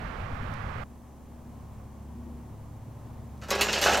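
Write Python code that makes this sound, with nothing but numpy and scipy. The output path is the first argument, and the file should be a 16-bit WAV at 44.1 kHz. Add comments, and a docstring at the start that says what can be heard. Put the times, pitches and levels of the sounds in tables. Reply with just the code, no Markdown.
"""Windy meadow, then a railway signal

Wind rumbles over a meadow while tyres roar on a road far off to the right. The scene changes abruptly
to a quiet railway line where a distant engine and a motor drone. Then a semaphore signal is pulled:
its linkage takes up slack, jerks and rattles, and the arm bangs the steel mast as it starts to drop."""
import sys
import numpy as np
from scipy import signal
from scipy.fft import rfft, irfft, next_fast_len
from scipy.io import wavfile
from scipy.ndimage import map_coordinates

SR = 44100
rng = np.random.default_rng(int(sys.argv[2]) if len(sys.argv) > 2 else 0)


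def pcm_store(signal):
    """Save signal as 16-bit PCM."""
    levels = np.round(np.clip(np.atleast_2d(signal), -1, 1) * 32767)
    wavfile.write(sys.argv[1], SR, levels.astype(np.int16).T)


N = 176400
CUTOFF_HZ = 15850


def linkage():
    """Each blow cracks, rattles on in loose joints, and rings its own part and the shared rods."""
    # blows: start_s, level_db, extra_weight_db, extra_top_db, fade_s, part_pitch_hz
    blows = [(3.415, -46.5, 1.5, 0, 0.49, 1320), (3.484, -43.5, 7, 7, 0.47, 6400),
             (3.505, -24.5, -2, 8.5, 0.065, 6630), (3.512, -24.5, 0.5, -30, 0.24, 780),
             (3.549, -35, 10.5, 4, 0.18, 414), (3.585, -33, 2.5, -9, 0.37, 2300),
             (3.61, -17.5, -5.5, 8, 0.097, 2720), (3.625, -31.5, 4, 1, 1, 7000),
             (3.684, -27, 1.5, -20, .18, 2530), (3.73, -20, -7, -3, 0.13, 4300),
             (3.753, -32.5, 1.5, -6, 0.8, 2920), (3.814, -21.5, -4, 4, 0.076, 13100),
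             (3.819, -25.5, -1.5, 4, 0.82, 6170), (3.851, -26, 6.5, 0, 0.22, 1400),
             (3.858, -25.5, 0.5, -9, 0.21, 1480), (3.884, -30, 7.5, -22, 0.73, 830),
             (3.922, -26, 0, 0, 0.27, 2650), (3.934, -26.5, 1, -1, 0.13, 6720),
             (3.975, -38, 11.5, -6, 0.26, 620)]
    # tone colour of the steelwork: pitch_hz, gain_db
    steel = [(60, -12), (300, -7), (400, 0), (850, 0), (1100, -4.5), (1450, -2.5), (2100, -9), (2800, -4.5),
             (3250, -10.5), (3700, -8.5), (7200, -15), (8300, -23), (10000, -30), (12300, -26.5),
             (14300, -35), (15800, -41)]
    # ringing notes of the linkage: pitch_hz, level_db, fade_s
    notes = [(205, -11.5, .75), (405, -8.5, .42), (572, -7.5, .3), (2350, -16, .22)]
    t = np.arange(SR // 2) / SR
    out, rods = np.zeros(N), metal_shimmer(t)
    steel_gain = 1 / np.sqrt(np.mean(amp(along(steel, np.linspace(0, SR / 2, len(t)))) ** 2))
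    for start_s, level_db, weight_db, top_db, fade_s, part_hz in blows:
        tone = [(1380, weight_db), (2600, 0), (5700, 0), (11100, top_db)]
        colour_db = lambda hz: along(tone, hz) + part_resonance(hz, part_hz)
        force = rattle(t, fade_s) + amp(5.5) * cracks(t, fade_s)
        metal = (rods + metal_shimmer(t)) / np.sqrt(2)
        clank = force + amp(-2.5) * signal.fftconvolve(force, metal)[:len(t)]
        clank = steel_gain * coloured(clank, lambda hz: along(steel, hz) + colour_db(hz))
        ring = amp(-4.5) * ringing(notes, t, colour_db(np.transpose(notes)[0]))
        add(out, start_s, amp(level_db) * (clank + ring))
    return out


def part_resonance(hz, part_hz, boost_db=4, width_octaves=0.23):
    """The boost in dB that a struck part gives to sound near its own pitch."""
    return boost_db * np.exp(-.5 * (np.log2((hz + 1) / part_hz) / width_octaves) ** 2)


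def rattle(t, fade_s, changes_per_s=330, depth_db=3.3, rise_s=.003):
    """Loose joints chatter: fading noise whose level jumps about quickly."""
    chatter = np.interp(t * changes_per_s, np.arange(len(t)), rng.standard_normal(len(t)))
    contacts = unit(rng.standard_normal(len(t)) * amp(depth_db * chatter))
    return contacts * (1 - np.exp(-t / rise_s)) * fade(t, fade_s)


def cracks(t, fade_s, lowest_hz=4600, bounces_per_s=45):
    """The first contact is a thin tick; weaker ones follow at random as loose pins bounce."""
    highpass = signal.butter(2, lowest_hz, "high", fs=SR)
    bright_noise = signal.lfilter(*highpass, rng.standard_normal(len(t)))
    hits = (rng.random(len(t)) < bounces_per_s / SR) * fade(t, fade_s)
    hits[0] = 1
    energy = signal.fftconvolve(hits ** 2, fade(t, fade_s=.014) ** 2)[:len(t)]
    return bright_noise * np.sqrt(abs(energy))


def metal_shimmer(t, count=450, lowest_hz=1600):
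    """A struck rod or plate rings at very many close pitches; the total energy is 1."""
    hz = rng.uniform(lowest_hz, CUTOFF_HZ, count)
    spectrum = np.zeros(len(t) // 2 + 1, complex)
    spectrum[(hz * len(t) / SR).astype(int)] = np.exp(2j * np.pi * rng.random(count))
    ring = irfft(spectrum) * fade(t, fade_s=.095)
    return ring / np.linalg.norm(ring)


def ringing(notes, t, colour_db=0, scatter_db=1.5, rise_s=0.0049):
    """The fading notes of struck metal, each a little louder or softer from blow to blow."""
    hz, level_db, fade_s = np.transpose(notes)
    sizes = amp(level_db + colour_db + scatter_db * rng.standard_normal(len(hz)))
    phases = 2 * np.pi * (hz[:, None] * t + rng.random((len(hz), 1)))
    waves = fade(t, fade_s[:, None]) * np.sin(phases)
    return (1 - np.exp(-t / rise_s)) * (sizes @ waves)


def mast_bangs():
    """The signal arm bangs the steel mast and sets it ringing."""
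    # bangs of the arm: start_s, level_db
    bangs = [(3.852, -33), (3.859, -24), (3.932, -34)]
    # ringing notes of the mast: pitch_hz, level_db, fade_s
    notes = [(500, -5, .45), (696, -7, .45), (785, -9, .45), (856, -5, .55), (1306, -2, .3),
             (1462, 1.5, .17), (1514, 0, .27), (2670, -8, .35), (3009, -9, .35), (5872, -13, .4)]
    t = np.arange(SR // 2) / SR
    out = np.zeros(N)
    for start_s, level_db in bangs:
        add(out, start_s, amp(level_db) * ringing(notes, t))
    return out


def latch_and_crank(latch_s=3.42, latch_db=-44):
    """The latch pings as it lifts, then the crank knocks against its stop."""
    # ringing notes of the latch and the crank: pitch_hz, level_db, fade_s
    latch_notes = [(1310, 0, .2)]
    crank_notes = [(552, 0, .15), (970, -10, .3), (1125, -2, .22)]
    # knocks of the crank: start_s, level_db
    knocks = [(3.508, -24.5), (3.586, -30.5)]
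    t = np.arange(SR // 2) / SR
    out = np.zeros(N)
    add(out, latch_s, amp(latch_db) * ringing(latch_notes, t))
    for start_s, level_db in knocks:
        add(out, start_s, amp(level_db) * ringing(crank_notes, t))
    return out


def loose_pins():
    """Loose pins tick: each is a tiny burst of noise with a short metal ring."""
    # ticks of the pins: start_s, level_db
    ticks = [(3.377, -58), (3.436, -48), (3.552, -33), (3.614, -21), (3.727, -29), (3.785, -31),
             (3.85, -25), (3.934, -25), (3.972, -27)]
    colour_db = lambda hz: along([(1000, -5), (7500, 0.5), (16000, -15.5)], hz)
    t = np.arange(SR // 2) / SR
    out = np.zeros(N)
    for start_s, level_db in ticks:
        click = rng.standard_normal(len(t)) * fade(t, fade_s=0.02)
        ring = signal.fftconvolve(click, metal_shimmer(t))[:len(t)]
        add(out, start_s, amp(level_db) * coloured(click + ring, colour_db))
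    return out


def tree_echo(x):
    """The trees scatter the sound back as a blurred echo, different in each ear."""
    t = np.arange(SR // 2) / SR
    tail = rng.standard_normal((2, len(t))) * fade(t, fade_s=.4)
    return signal.fftconvolve(x[None], tail / np.linalg.norm(tail[0]), axes=1)[:, :N]


def meadow(tick_s=.538):
    """Tyres roar from the right, the wind rumbles in lumps, and something ticks once."""
    # tone colours of the road and the wind: pitch_hz, gain_db
    road_colour = [(150, -5.5), (300, -9), (450, -2), (1200, 1.5), (2200, -7.5), (3100, -16), (7500, -37.5),
                   (12000, -58)]
    wind_colour = [(30, -1.5), (110, 1.5), (170, -7), (260, -10.5), (400, -35), (700, -42), (5000, -57)]
    # where the road is heard: pitch_hz, left_minus_right_db
    road_balance = [(250, 2), (700, -28), (1300, -22), (2200, -21), (6000, -9)]
    t = np.arange(N) / SR
    road = placed(rush(road_colour, side_db=-6.5), road_balance) * amp(-39.5 + .35 * wobble(18.6))
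    wind = rush(wind_colour, side_db=-23) * amp(-37 + 2.0 * wobble(23.1)) * pan(left_db=1.0)
    tick_noise = rush([(1000, -12), (4500, 7), (9000, -5), (15000, -11)], side_db=-4)
    tick = tick_noise * (t > tick_s) * fade(abs(t - tick_s), fade_s=0.034)
    return road + wind + amp(-50) * tick


def far_machines(engine_hz=35.25, motor_hz=119.3):
    """An engine and a motor hum at multiples of their turning speeds, swelling and fading."""
    # loudness of the hums: time_s, engine_db, engine_third_db, motor_db, motor_octave_db
    levels = [(1.25, -52.5, -66, -68, -57), (1.5, -51, -51.5, -69, -51), (1.78, -49, -51.5, -56, -63.5),
              (2.05, -45, -54, -70, -53.5), (2.3, -47, -56.5, -65, -47), (2.58, -51, -45, -62, -59.5),
              (2.85, -52, -47.5, -46.5, -61.5), (3.25, -50, -51, -50.5, -53),
              (3.55, -44.5, -54.5, -62, -68.5)]
    engine_db, third_db, motor_db, octave_db = curves(levels)
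    fourth_db = (engine_db + third_db) / 2 - 5
    engine = drone(2 * engine_hz, engine_db + 0.5) + drone(6 * engine_hz, engine_db - 8.5)
    engine += drone(3 * engine_hz, third_db) + drone(4 * engine_hz, fourth_db)
    motor = drone(motor_hz, motor_db) + drone(2 * motor_hz, octave_db) * pan(left_db=4.0)
    return engine * pan(left_db=.5) + motor


def drone(hz, level_db, waver_db=1, drift_radians=0.3):
    """One slightly unsteady tone of a far machine."""
    phase = 2 * np.pi * (hz * np.arange(N) / SR + rng.random()) + drift_radians * wobble(6.48)
    return np.sqrt(2) * amp(level_db + waver_db * wobble(8.9)) * np.sin(phase)


def whoosh(peak_s=2.37, width_s=0.12, pitch_hz=352):
    """A soft, far whoosh a little to the left: a band of noise swells and dies away."""
    swell = np.exp(-.5 * ((np.arange(N) / SR - peak_s) / width_s) ** 2)
    band = [(pitch_hz / 2, -20), (pitch_hz, 0), (pitch_hz * 2, -22), (pitch_hz * 10, -70)]
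    return amp(-55.5) * swell * rush(band, side_db=-24) * pan(left_db=1.5)


def far_traffic():
    """Far traffic fills the air by the track with a low, gently wavering rush."""
    # tone colour of the trackside air: pitch_hz, gain_db
    colour = [(20, -5), (100, -3.5), (270, -7), (400, -14.5), (850, -15), (1100, -17.5), (1400, -27.5),
              (4000, -39), (9000, -44)]
    # where it is heard: pitch_hz, left_minus_right_db
    balance = [(200, -2), (700, 5.5), (950, 7), (1200, -14), (1700, -1)]
    return placed(rush(colour, side_db=-11.5), balance) * amp(-49.5 + 0.95 * wobble(4.6))


def hiss():
    """A faint, even, high hiss."""
    # tone colour of the hiss: pitch_hz, gain_db
    colour = [(4000, -14), (6000, 5), (15000, -1)]
    return amp(-69) * rush(colour, side_db=2.0)


def amp(db):
    """Turn decibels into a gain to multiply by."""
    return 10 ** (np.asarray(db) / 20)


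def unit(x):
    """Scale a sound to an average power of 1."""
    return x / np.sqrt(np.mean(x ** 2) + 1e-20)


def along(points, hz):
    """Read between (pitch_hz, value) points, with octaves evenly spaced."""
    pitches, values = np.transpose(points)
    return np.interp(np.log(hz + 1), np.log(pitches + 1), values)


def curves(rows):
    """One value per sample for each column after the time."""
    times_s, *columns = np.transpose(rows)
    return [np.interp(np.arange(N) / SR, times_s, column) for column in columns]


def wobble(points_per_s):
    """A smooth curve through random points."""
    position = np.arange(N) * points_per_s / SR
    return map_coordinates(rng.standard_normal(4096), [position], mode="mirror")


def filtered(x, gain_at):
    """Multiply each frequency in a sound by gain_at(hz)."""
    size = next_fast_len(N + SR // 2)
    return irfft(rfft(x, size) * gain_at(np.fft.rfftfreq(size, 1 / SR)), size)[..., :N]


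def coloured(x, colour_db):
    """Change the tone colour of a short sound by colour_db(hz)."""
    size = 2 * len(x)
    cepstrum = irfft(np.log(amp(colour_db(np.fft.rfftfreq(size, 1 / SR)))))
    # fold the filter forward in time, so nothing rings before the hit
    cepstrum[1:size // 2] *= 2
    cepstrum[size // 2 + 1:] = 0
    return irfft(rfft(x, size) * np.exp(rfft(cepstrum)))[:len(x)]


def pan(left_db):
    """Gains for the two ears that make the left louder by left_db."""
    return amp(np.array([[left_db], [-left_db]]) / 2)


def placed(x, balance):
    """Share each frequency between left and right, keeping its total power."""
    def gains(hz):
        ratio = amp(along(balance, hz))
        return np.array([ratio, np.ones_like(ratio)]) * np.sqrt(2) / np.hypot(ratio, 1)
    return filtered(x, gains)


def rush(colour, side_db):
    """Stereo noise of power 1, shaped by (pitch_hz, gain_db) points; more side_db sounds wider."""
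    mid, side = filtered(rng.standard_normal((2, N)), lambda hz: amp(along(colour, hz)))
    return unit(np.array([mid + amp(side_db) * side, mid - amp(side_db) * side]))


def fade(t, fade_s):
    """Die away by 60 dB every fade_s seconds."""
    return np.exp(-np.log(1000) * t / fade_s)


def add(track, start_s, x):
    """Mix a sound into the track, beginning at start_s."""
    part = track[round(start_s * SR):][:len(x)]
    part += x[:len(part)]


def scene(change_s=.838, crossfade_s=.005):
    """The meadow, then the railway line with its signal; a faint hiss throughout."""
    railway_share = np.clip((np.arange(N) / SR - change_s) / crossfade_s + .5, 0, 1)
    clatter = linkage() + mast_bangs() + latch_and_crank() + loose_pins()
    trackside = far_machines() + whoosh() + far_traffic()
    railway = trackside + clatter * pan(left_db=-1) + amp(-17) * tree_echo(clatter)
    return (1 - railway_share) * meadow() + railway_share * railway + hiss()


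def record(dry):
    """Remove the very highest treble, above CUTOFF_HZ."""
    return filtered(dry, lambda hz: hz < CUTOFF_HZ)


dry = scene()
out = record(dry)
pcm_store(out)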